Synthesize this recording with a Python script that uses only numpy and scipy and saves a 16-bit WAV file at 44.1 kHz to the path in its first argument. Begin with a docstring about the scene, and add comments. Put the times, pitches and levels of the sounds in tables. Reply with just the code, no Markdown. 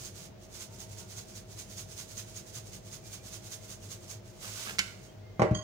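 """Salt hisses back and forth in a cardboard canister, shaken about five times a second over a bowl in a kitchen.
It pours to the bottom, the spout snaps shut, the canister thumps on the counter and a spoon scrapes the bowl.
Salt, fingers and spoon are uneven random clicks through resonances; snaps and thumps are decaying crackle and
ringing modes. Faint far whistles are wavering sines, and appliances drone behind as coloured noise and a whine.
"""
import sys
import numpy as np
from scipy import signal
from scipy.fft import rfft, irfft, next_fast_len
from scipy.io import wavfile

SR = 44100
rng = np.random.default_rng(int(sys.argv[2]) if len(sys.argv) > 2 else 0)


def nominal_scale(level):
    """Amplitude ratio for a level in decibels (scalar or array-like)."""
    x = np.asarray(level, float) / 20
    return 10 ** x


def wav_out(sig):
    """Save sig, one row per channel (or a flat mono array), as 16-bit PCM at SR to the path in sys.argv[1]."""
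    wavfile.write(sys.argv[1], SR, np.round(np.clip(np.atleast_2d(sig).T, -1, 1) * 32767).astype(np.int16))


N = 248613
T = np.arange(N) / SR
M = next_fast_len(N + 4096) // 2 * 2  # even FFT length, with room for filter tails
HZ = np.maximum(np.fft.rfftfreq(M, 1 / SR), 1)


def unit(x):
    """Scale to rms 1."""
    return x / np.sqrt(np.mean(x ** 2))


def along(table):
    """Read a (f/Hz, value) table at every frequency bin, on a log frequency axis."""
    hz, value = np.transpose(table)
    return np.interp(np.log(HZ), np.log(np.maximum(hz, 1)), value)


def colour(x, gain):
    """Filter by a gain per frequency bin."""
    return irfft(rfft(x, M) * gain, M)[..., :N]


def lowpass_gain(corner_hz):
    """Gentle low-pass that turns white noise into slow wandering."""
    return 1 / (1 + (HZ / corner_hz) ** 2)


def resonances(table):
    """Summed response of (f/Hz, width/Hz, level/dB) resonators."""
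    return sum(nominal_scale(db) / (1 + 1j * (HZ ** 2 - hz ** 2) / (HZ * width)) for hz, width, db in table)


def causal(table):
    """Minimum-phase response of a (f/Hz, level/dB) table, energy 1: nothing sounds before the hit."""
    cepstrum = irfft(np.log(nominal_scale(along(table))), M)
    cepstrum[1:M // 2] *= 2
    cepstrum[M // 2 + 1:] = 0
    response = irfft(np.exp(rfft(cepstrum)), M)[:2048]
    return response / np.sqrt(np.sum(response ** 2))


def curve(table):
    """Gain from a (t/s, level/dB) curve, silent outside the table."""
    s, db = np.transpose(table)
    return nominal_scale(np.interp(T, s, db, left=-120, right=-120))


def strokes(table, fade):
    """Gain of (start t/s, length t/s, level/dB) strokes that hold, with edges of time constant fade."""
    out = np.zeros(N)
    for s, length, db in table:
        outside = np.clip(np.maximum(s - T, T - s - length), 0, None)
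        out += nominal_scale(db) * np.exp(-outside / fade)
    return out


def grains(rate, spread_db, size=N):
    """Sparse clicks of very uneven size, rate per second."""
    strength = nominal_scale(spread_db * rng.exponential(size=size)) * rng.standard_normal(size)
    return strength * (rng.random(size) < rate / SR)


def burst(response, t60, rate, size):
    """Crackle that dies away, the treble in half the time, through a body's colour."""
    crackle = unit(grains(rate, 0.45, size=size))
    crackle[0] = 0.85  # the first contact has a set strength
    t = T[:size]
    bass = signal.lfilter([.25], [1, -.75], crackle * 1000. ** (-t / t60))
    quick = crackle * 1000. ** (-t / (.5 * t60))
    treble = quick - signal.lfilter([.25], [1, -.75], quick)
    return np.convolve(bass + treble, response)[:size]


def ring(modes, phases, size):
    """Decaying sines, each with its own starting phase."""
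    t = T[:size]
    out = np.zeros(size)
    for (hz, db, t60), phase in zip(modes, phases):
        out += nominal_scale(db) * np.sin(2 * np.pi * hz * t + phase) * 1000. ** (-t / t60)
    return out


def add(out, s, x):
    """Mix x in at time s."""
    i = int(s * SR)
    out[i:i + len(x)] += x[:N - i]


# each shake throws the salt back, then hard forward against the spout end:
# forward landing t/s, forward level/dB, back landing earlier by t/s, back level/dB
SHAKES = [(0.056, -45, 0.043, -47), (0.613, -44.5, 0.053, -47.5), (0.81, -47, .063, -54),
          (0.994, -47, 0.066, -51.5), (1.181, -45, 0.059, -49), (1.365, -48, 0.064, -53.5),
          (1.596, -45, 0.07, -52.5), (1.789, -43.5, 0.066, -49), (1.994, -42.5, 0.071, -49),
          (2.185, -43, 0.068, -49), (2.37, -46, 0.07, -52), (2.56, -44.5, 0.069, -52.5),
          (2.741, -48.5, 0.061, -53), (2.935, -46.5, 0.057, -53.5), (3.136, -45.5, 0.063, -51.5),
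          (3.34, -45, 0.065, -48.5), (3.528, -44, 0.063, -49.5), (3.71, -45.5, .062, -52.5),
          (3.918, -45, 0.07, -51.5), (4.108, -45, 0.068, -55)]
FORWARD_RISE_S, FORWARD_FALL_S, FORWARD_WALL_DB = .015, .024, -13.5  # wall rustle relative to the hiss
BACK_RISE_S, BACK_FALL_S, BACK_WALL_DB = 0.023, 0.02, -14
# slow tilts, the salt slides over instead of landing: start t/s, length t/s, level/dB
TILTS = [(0.16, .1, -51.5), (0.422, 0.029, -59), (4.26, 0.048, -60), (5.03, 0.038, -60)]
TILT_FADE_S, TILT_WALL_DB = .018, -11
# salt pouring to the bottom as the canister turns upright, then settling: t/s, level/dB
POUR = [(4.33, -66), (4.39, -58.5), (4.43, -45), (4.52, -46), (4.62, -42), (4.71, -47.5), (4.73, -49),
        (4.78, -56), (4.82, -50.5), (4.95, -62), (5.1, -69.5), (5.25, -85)]
POUR_WALL_DB = -7.5
# colour of grain ticking on grain: f/Hz, relative level/dB
GRAIN_HISS = [(1180, -15.5), (2000, -14.5), (2760, -12.5), (3010, -13), (3280, -11), (3430, -8.5),
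              (3770, -10), (4730, -7.5), (6420, -3), (7770, -7), (8400, -10), (10700, -12), (13300, -22),
              (14900, -13.5), (16000, -23.5)]
# resonances of the cardboard: f/Hz, width/Hz, relative level/dB
CARDBOARD_WALL = [(1134, 67, -10), (1250, 130, -5.5), (1506, 69, 1), (1760, 180, -17), (2116, 37, 1),
                  (2930, 1330, -2)]
# the open spout rings while it points down: f/Hz, width/Hz (of one of two passes), level/dB
SPOUT_HOLE = [(6480, 810, 0)]
# the front of each forward throw slaps the spout: lead before the landing, level against the throw
SLAP_LEAD_S, SLAP_DB, SLAP_RISE_S, SLAP_FALL_S = 0.0064, -3, .002, 0.011
CLUMP_HZ, CLUMP_DB = 35, 2  # salt moves in clumps: rate and rms depth of the wall rustle's flicker


def salt():
    """Grains tick on each other and on the cardboard, which rustles lower down; two unrelated swarms."""
    hiss, rustle = np.zeros(N), np.zeros(N)  # powers
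    surges = [(s, db, FORWARD_WALL_DB, FORWARD_RISE_S, FORWARD_FALL_S) for s, db, _, _ in SHAKES]
    surges += [(s - lead, db, BACK_WALL_DB, BACK_RISE_S, BACK_FALL_S) for s, _, lead, db in SHAKES]
    for s, db, wall_db, rise, fall in surges:
        near = slice(max(int((s - .3) * SR), 0), int((s + .3) * SR))
        d = T[near] - s
        # the mass arrives and trickles away; the peak is rounded
        shape = 2 / (np.exp(-d / rise) + np.exp(d / fall))
        hiss[near] += (nominal_scale(db) * shape) ** 2
        rustle[near] += (nominal_scale(db + wall_db) * shape) ** 2

    slide = strokes(TILTS, TILT_FADE_S)
    hiss += slide ** 2
    rustle += (nominal_scale(TILT_WALL_DB) * slide) ** 2

    # the spout hole follows throws and tilts, not the pour
    hole = nominal_scale(-13) * np.sqrt(hiss)
    for s, db, _, _ in SHAKES:
        d = T - s + SLAP_LEAD_S
        hole += nominal_scale(db + SLAP_DB) * np.exp(-np.abs(d) / np.where(d < 0, SLAP_RISE_S, SLAP_FALL_S))

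    pour = curve(POUR)
    hiss += pour ** 2
    rustle += (nominal_scale(POUR_WALL_DB) * pour) ** 2
    clumps = unit(colour(rng.standard_normal(N), lowpass_gain(CLUMP_HZ)))
    rustle *= nominal_scale(2 * CLUMP_DB * clumps)  # doubled because rustle is a power

    swarms = []
    for _ in range(2):
        ticks = unit(colour(grains(9000, 0.68), nominal_scale(along(GRAIN_HISS))))
        hole_ring = unit(colour(grains(5000, 1.5), resonances(SPOUT_HOLE) ** 2))
        wall = unit(colour(grains(5000, 0.87), resonances(CARDBOARD_WALL)))
        swarms.append(np.sqrt(hiss) * ticks + hole * hole_ring + np.sqrt(rustle) * wall)
    return swarms


# the spout closing: t/s, level/dB, crackle t60 t/s, ring level against the crackle/dB
SNAPS = [(4.7855, -23, 0.011, -14), (4.7905, -16.5, 0.039, -14.5), (4.7926, -23, 0.072, -41)]
# colour of the plastic crack: f/Hz, relative level/dB
SNAP_COLOUR = [(500, -24), (1000, -13), (1500, -1.5), (2200, 0), (3000, 1), (4500, -1.5), (6200, -3),
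               (8000, -5), (10000, -13), (13500, -25), (16000, -24)]
# short rings of the tube: f/Hz, relative level/dB, t60 t/s
TUBE_MODES = [(190, -9, .12), (1440, -4, .15), (1520, 1, .15), (1640, -5, .1), (2010, -4, .13),
              (2170, 1, .12), (2320, -3, .14), (2540, -7, .1)]


def spout():
    """A crack of plastic with short rings of the tube."""
    out = np.zeros(N)
    plastic = causal(SNAP_COLOUR)
    for s, db, t60, ring_db in SNAPS:
        tube = ring(TUBE_MODES, rng.normal(0, 0.95, len(TUBE_MODES)), size=8000)
        add(out, s, nominal_scale(db) * (burst(plastic, t60, 25000, size=8000) + nominal_scale(ring_db) * tube))
    return out


# set down on the counter: t/s, push level/dB, contact t/s, rattle level/dB, rattle t60 t/s
THUMPS = [(5.3953, -22.5, 0.00049, -19, 0.045), (5.4006, -25, 0.0011, -35, 0.11),
          (5.4191, -22.5, 0.00084, -21.5, 0.12), (5.5110, -15, 0.00292, -38, 0.22)]
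# modes of the counter: f/Hz, relative level/dB, t60 t/s
COUNTER_MODES = [(122.5, 2, 0.072), (176, -15, 0.083), (203, 0.5, 0.054), (316, -5.5, 0.15),
                 (412, -12, 0.14), (507, -16, 0.18), (547, -11, 0.18), (618.2, -2, 0.52), (779, -2.5, 0.11),
                 (960, -31, 0.077), (1085, 1.5, 0.063)]
# things on the counter shaken by a blow: f/Hz, relative level/dB
RATTLE = [(100, -51), (250, -11.5), (450, 0.5), (800, -6.5), (1100, -8.5), (1500, -15.5), (2200, -19.5),
          (3300, -31), (4200, -31), (6500, -32), (9000, -41.5), (16000, -59)]


def counter():
    """Each blow is a half-sine push into the counter's modes; a long contact keeps only the bass."""
    out, loose = np.zeros(N), np.zeros(N)
    clutter = causal(RATTLE)
    modes = ring(COUNTER_MODES, np.zeros(len(COUNTER_MODES)), size=12000)
    for s, db, contact, rattle_db, t60 in THUMPS:
        push = np.sin(np.pi * np.clip(T[:400] / contact, 0, 1))
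        body = np.convolve(modes, push / push.sum())[:12000]
        add(out, s, -nominal_scale(db) * body)
        add(loose, s, nominal_scale(rattle_db) * burst(clutter, t60, 6000, size=12000))
    # the slab is too small to radiate below its first mode
    slab = signal.sosfilt(signal.butter(2, 85, "high", fs=SR, output="sos"), out)
    return slab, loose


# spoon strokes on the bowl: start t/s, length t/s, level/dB
SCRAPE = [(5.545, 0.0053, -48.5), (5.56, 0.03, -44), (5.611, 0.012, -47.5), (5.63, .006, -50)]
SCRAPE_FADE_S = 0.0039
# resonances of the bowl: f/Hz, width/Hz (of one of two passes), relative level/dB
BOWL = [(1100, 70, -6), (1910, 100, -12), (3200, 120, -8), (4520, 200, -18), (4740, 170, -13),
        (6070, 140, -18), (6380, 180, -13), (6560, 140, -7), (7890, 140, -28), (8500, 130, -30),
        (9350, 120, -39), (10700, 170, -34)]


def spoon():
    """Dense stick-slip clicks ring the ceramic bowl over a dull grind."""
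    # each resonance acts twice: dark valleys between the peaks
    bowl = sum(nominal_scale(db) * resonances([(hz, width, 0)]) ** 2 for hz, width, db in BOWL)
    grind = nominal_scale(-20) * resonances([(1440, 300, 0)]) ** 2
    pressure = strokes(SCRAPE, SCRAPE_FADE_S)
    slips = grains(4300, 2.16)
    return colour(pressure * slips, bowl + grind) / np.std(colour(slips, bowl + grind))


# fingers shifting on the cardboard: start t/s, length t/s, level/dB
RUB = [(4.445, 0.053, -50.5), (4.59, 0.018, -51), (4.668, 0.043, -42.5), (4.738, .015, -47.5)]
RUB_FADE_S = 0.0083
# resonances of the rubbed label: f/Hz, width/Hz, relative level/dB
RUB_COLOUR = [(209, 22, 10.5), (750, 1000, -1.5), (1090, 240, -22), (1270, 130, -1), (1660, 270, -2),
              (2330, 460, -11)]


def fingers():
    """Skin drags on the paper label: uneven clicks through its resonances."""
    return strokes(RUB, RUB_FADE_S) * unit(colour(grains(1800, 1.6), resonances(RUB_COLOUR)))


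# faint far whistles: start t/s, end t/s, centre f/Hz, mean level/dB
WHISTLES = [(0.677, 1.093, 919, -70.5), (0.978, 1.253, 1416, -73), (3.007, 3.253, 2360, -68),
            (3.5, 3.7, 2098, -69.5), (5.072, 5.122, 3200, -62), (5.2, 5.447, 2100, -68.5)]


def whistles():
    """Soft tones wavering in pitch and level, with short fades."""
    out = np.zeros(N)
    for start, end, hz, db in WHISTLES:
        swell = np.clip(np.minimum(T - start, end - T) / .03, 0, 1)
        wobble = unit(colour(rng.standard_normal(N), lowpass_gain(12)))
        level = nominal_scale(db + 2.5 * np.roll(wobble, N // 2))  # rolled so that level and pitch waver apart
        phase = 2 * np.pi * np.cumsum(hz * (1 + .012 * wobble)) / SR
        out += level * swell * np.sin(phase)
    return out


WHINE_HZ, WHINE_DB, WHINE_DRIFT_HZ = 636.5, -62.5, 2.025  # rms level and rms drift
WHINE_LEAD = 1.42  # lead of the left port in radians


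def whine():
    """A motor tone whose pitch drifts slowly."""
    drift = unit(colour(rng.standard_normal(N), lowpass_gain(2.28)))
    phase = 2 * np.pi * np.cumsum(WHINE_HZ + WHINE_DRIFT_HZ * drift) / SR
    return nominal_scale(WHINE_DB) * np.sqrt(2) * np.sin(phase + np.array([[WHINE_LEAD], [0]]))


# colour of the room noise: f/Hz, relative level/dB
KITCHEN = [(25, -19), (74, -1), (108, 13.5), (137, -1.5), (223, -5.5), (427, -1.5), (624, -4.5),
           (1070, -14), (2200, -17.5), (4000, -20.5), (6560, -23), (8000, -33.5), (13500, -37),
           (15000, -26)]
KITCHEN_DB = -56  # before the two parts add, which lifts room noise and drones by 3 dB
# appliance drones: f/Hz, width/Hz (before squaring), level/dB (before the two parts add)
DRONE = [(45.6, 19, -57), (101.5, 15.5, -55), (134, 24, -64), (191, 44, -61.5), (357.2, 48, -66.5)]
# left-right correlation of the room: f/Hz, correlation (0-1)
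LIKENESS = [(60, 0.84), (130, 0.96), (290, 0.46), (640, 0.34), (1400, 0.), (15000, 0.1)]


def kitchen():
    """Room noise with narrow drones; most alike in both ears in the bass."""
    like = along(LIKENESS)
    room = nominal_scale(along(KITCHEN))
    parts = []
    for weight in (np.sqrt(1 + like), np.sqrt(1 - like)):
        gain = nominal_scale(KITCHEN_DB) * room / np.sqrt(np.mean(room ** 2))
        for hz, width, db in DRONE:
            line = np.abs(resonances([(hz, width, 0)])) ** 2
            gain = np.hypot(gain, nominal_scale(db) * line / np.sqrt(np.mean(line ** 2)))
        parts.append(colour(rng.standard_normal(N), gain * weight))
    common, opposite = parts
    return np.array([common + opposite, common - opposite])


# left minus right at full shade, split between the ports: f/Hz, level/dB
LEFT_SHADE = [(200, 14), (380, -7.5), (700, 2.5), (1300, -7), (2400, -13.5), (4400, -11.5), (8000, -7.5),
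              (15000, -15.5)]
# share of grains heard alike by both ports: f/Hz, share (0-1)
SALT_LIKENESS = [(1000, 0.2), (4000, 0.06), (8000, 0.02), (15000, 0.06)]


def heard(x, lag_s, room_db, t60, shade=1., other=None):
    """Direct sound reaches the left port later and shaded; tiles and counter send each port its own echoes."""
    tilt = nominal_scale(shade * along(LEFT_SHADE) / 2)
    left = colour(x, tilt * np.exp(-2j * np.pi * HZ * lag_s))
    if other is not None:
        like = along(SALT_LIKENESS)
        left = colour(left, np.sqrt(like)) + colour(other, tilt * np.sqrt(1 - like))
    direct = np.array([left, colour(x, 1 / tilt)])

    t = T[:20000]
    tail = rng.standard_normal((2, 20000))
    dull = signal.lfilter([.4], [1, -.6], tail)
    # the treble is absorbed twice as fast
    tail = dull * 1000. ** (-t / t60) + (tail - dull) * 1000. ** (-2 * t / t60)
    tail *= np.clip(t / 0.00053, 0, 1)
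    tail[0] += signal.lfilter([.04], [1, -.96], tail[1] - tail[0])  # long waves are the same at both ports
    tail /= np.sqrt(np.sum(tail[1] ** 2))
    wet = signal.fftconvolve(x[None], tail, axes=1)[:, :N]
    echoes = np.array([colour(wet[0], tilt), colour(wet[1], 1 / tilt)])
    return direct + nominal_scale(room_db) * echoes


def scene():
    """Place every source before the two ports and add the kitchen behind."""
    swarm, other = salt()
    mix = heard(swarm, 0.00014, -7.5, 0.23, shade=0.62, other=other)
    mix += heard(spout(), 0.00018, -10.5, 0.53, shade=.55)
    mix += heard(fingers(), 0.00022, -10, 0.16, shade=0.53)
    slab, loose = counter()
    mix += heard(slab, 0.00011, -7.5, 0.32, shade=0.13)
    mix += heard(loose, 0.00031, -3.0, 0.33, shade=0.57)
    mix += heard(spoon(), .0001, -0.5, 0.088, shade=0.76)
    mix += heard(whistles(), .00003, -7, 0.28, shade=0.61)
    return mix + kitchen() + whine()


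def top_cut(x):
    """Nothing passes above the cut-off."""
    return signal.sosfilt(signal.butter(12, 16530, fs=SR, output="sos"), x)


def record(dry):
    """The camera thins the deep bass and cuts the top."""
    thin = signal.sosfilt(signal.butter(2, 70, "high", fs=SR, output="sos"), dry)
    top = signal.sosfilt(signal.ellip(8, .2, 60, 15700, fs=SR, output="sos"), thin)
    return top_cut(top)


dry = scene()
out = record(dry)
wav_out(out)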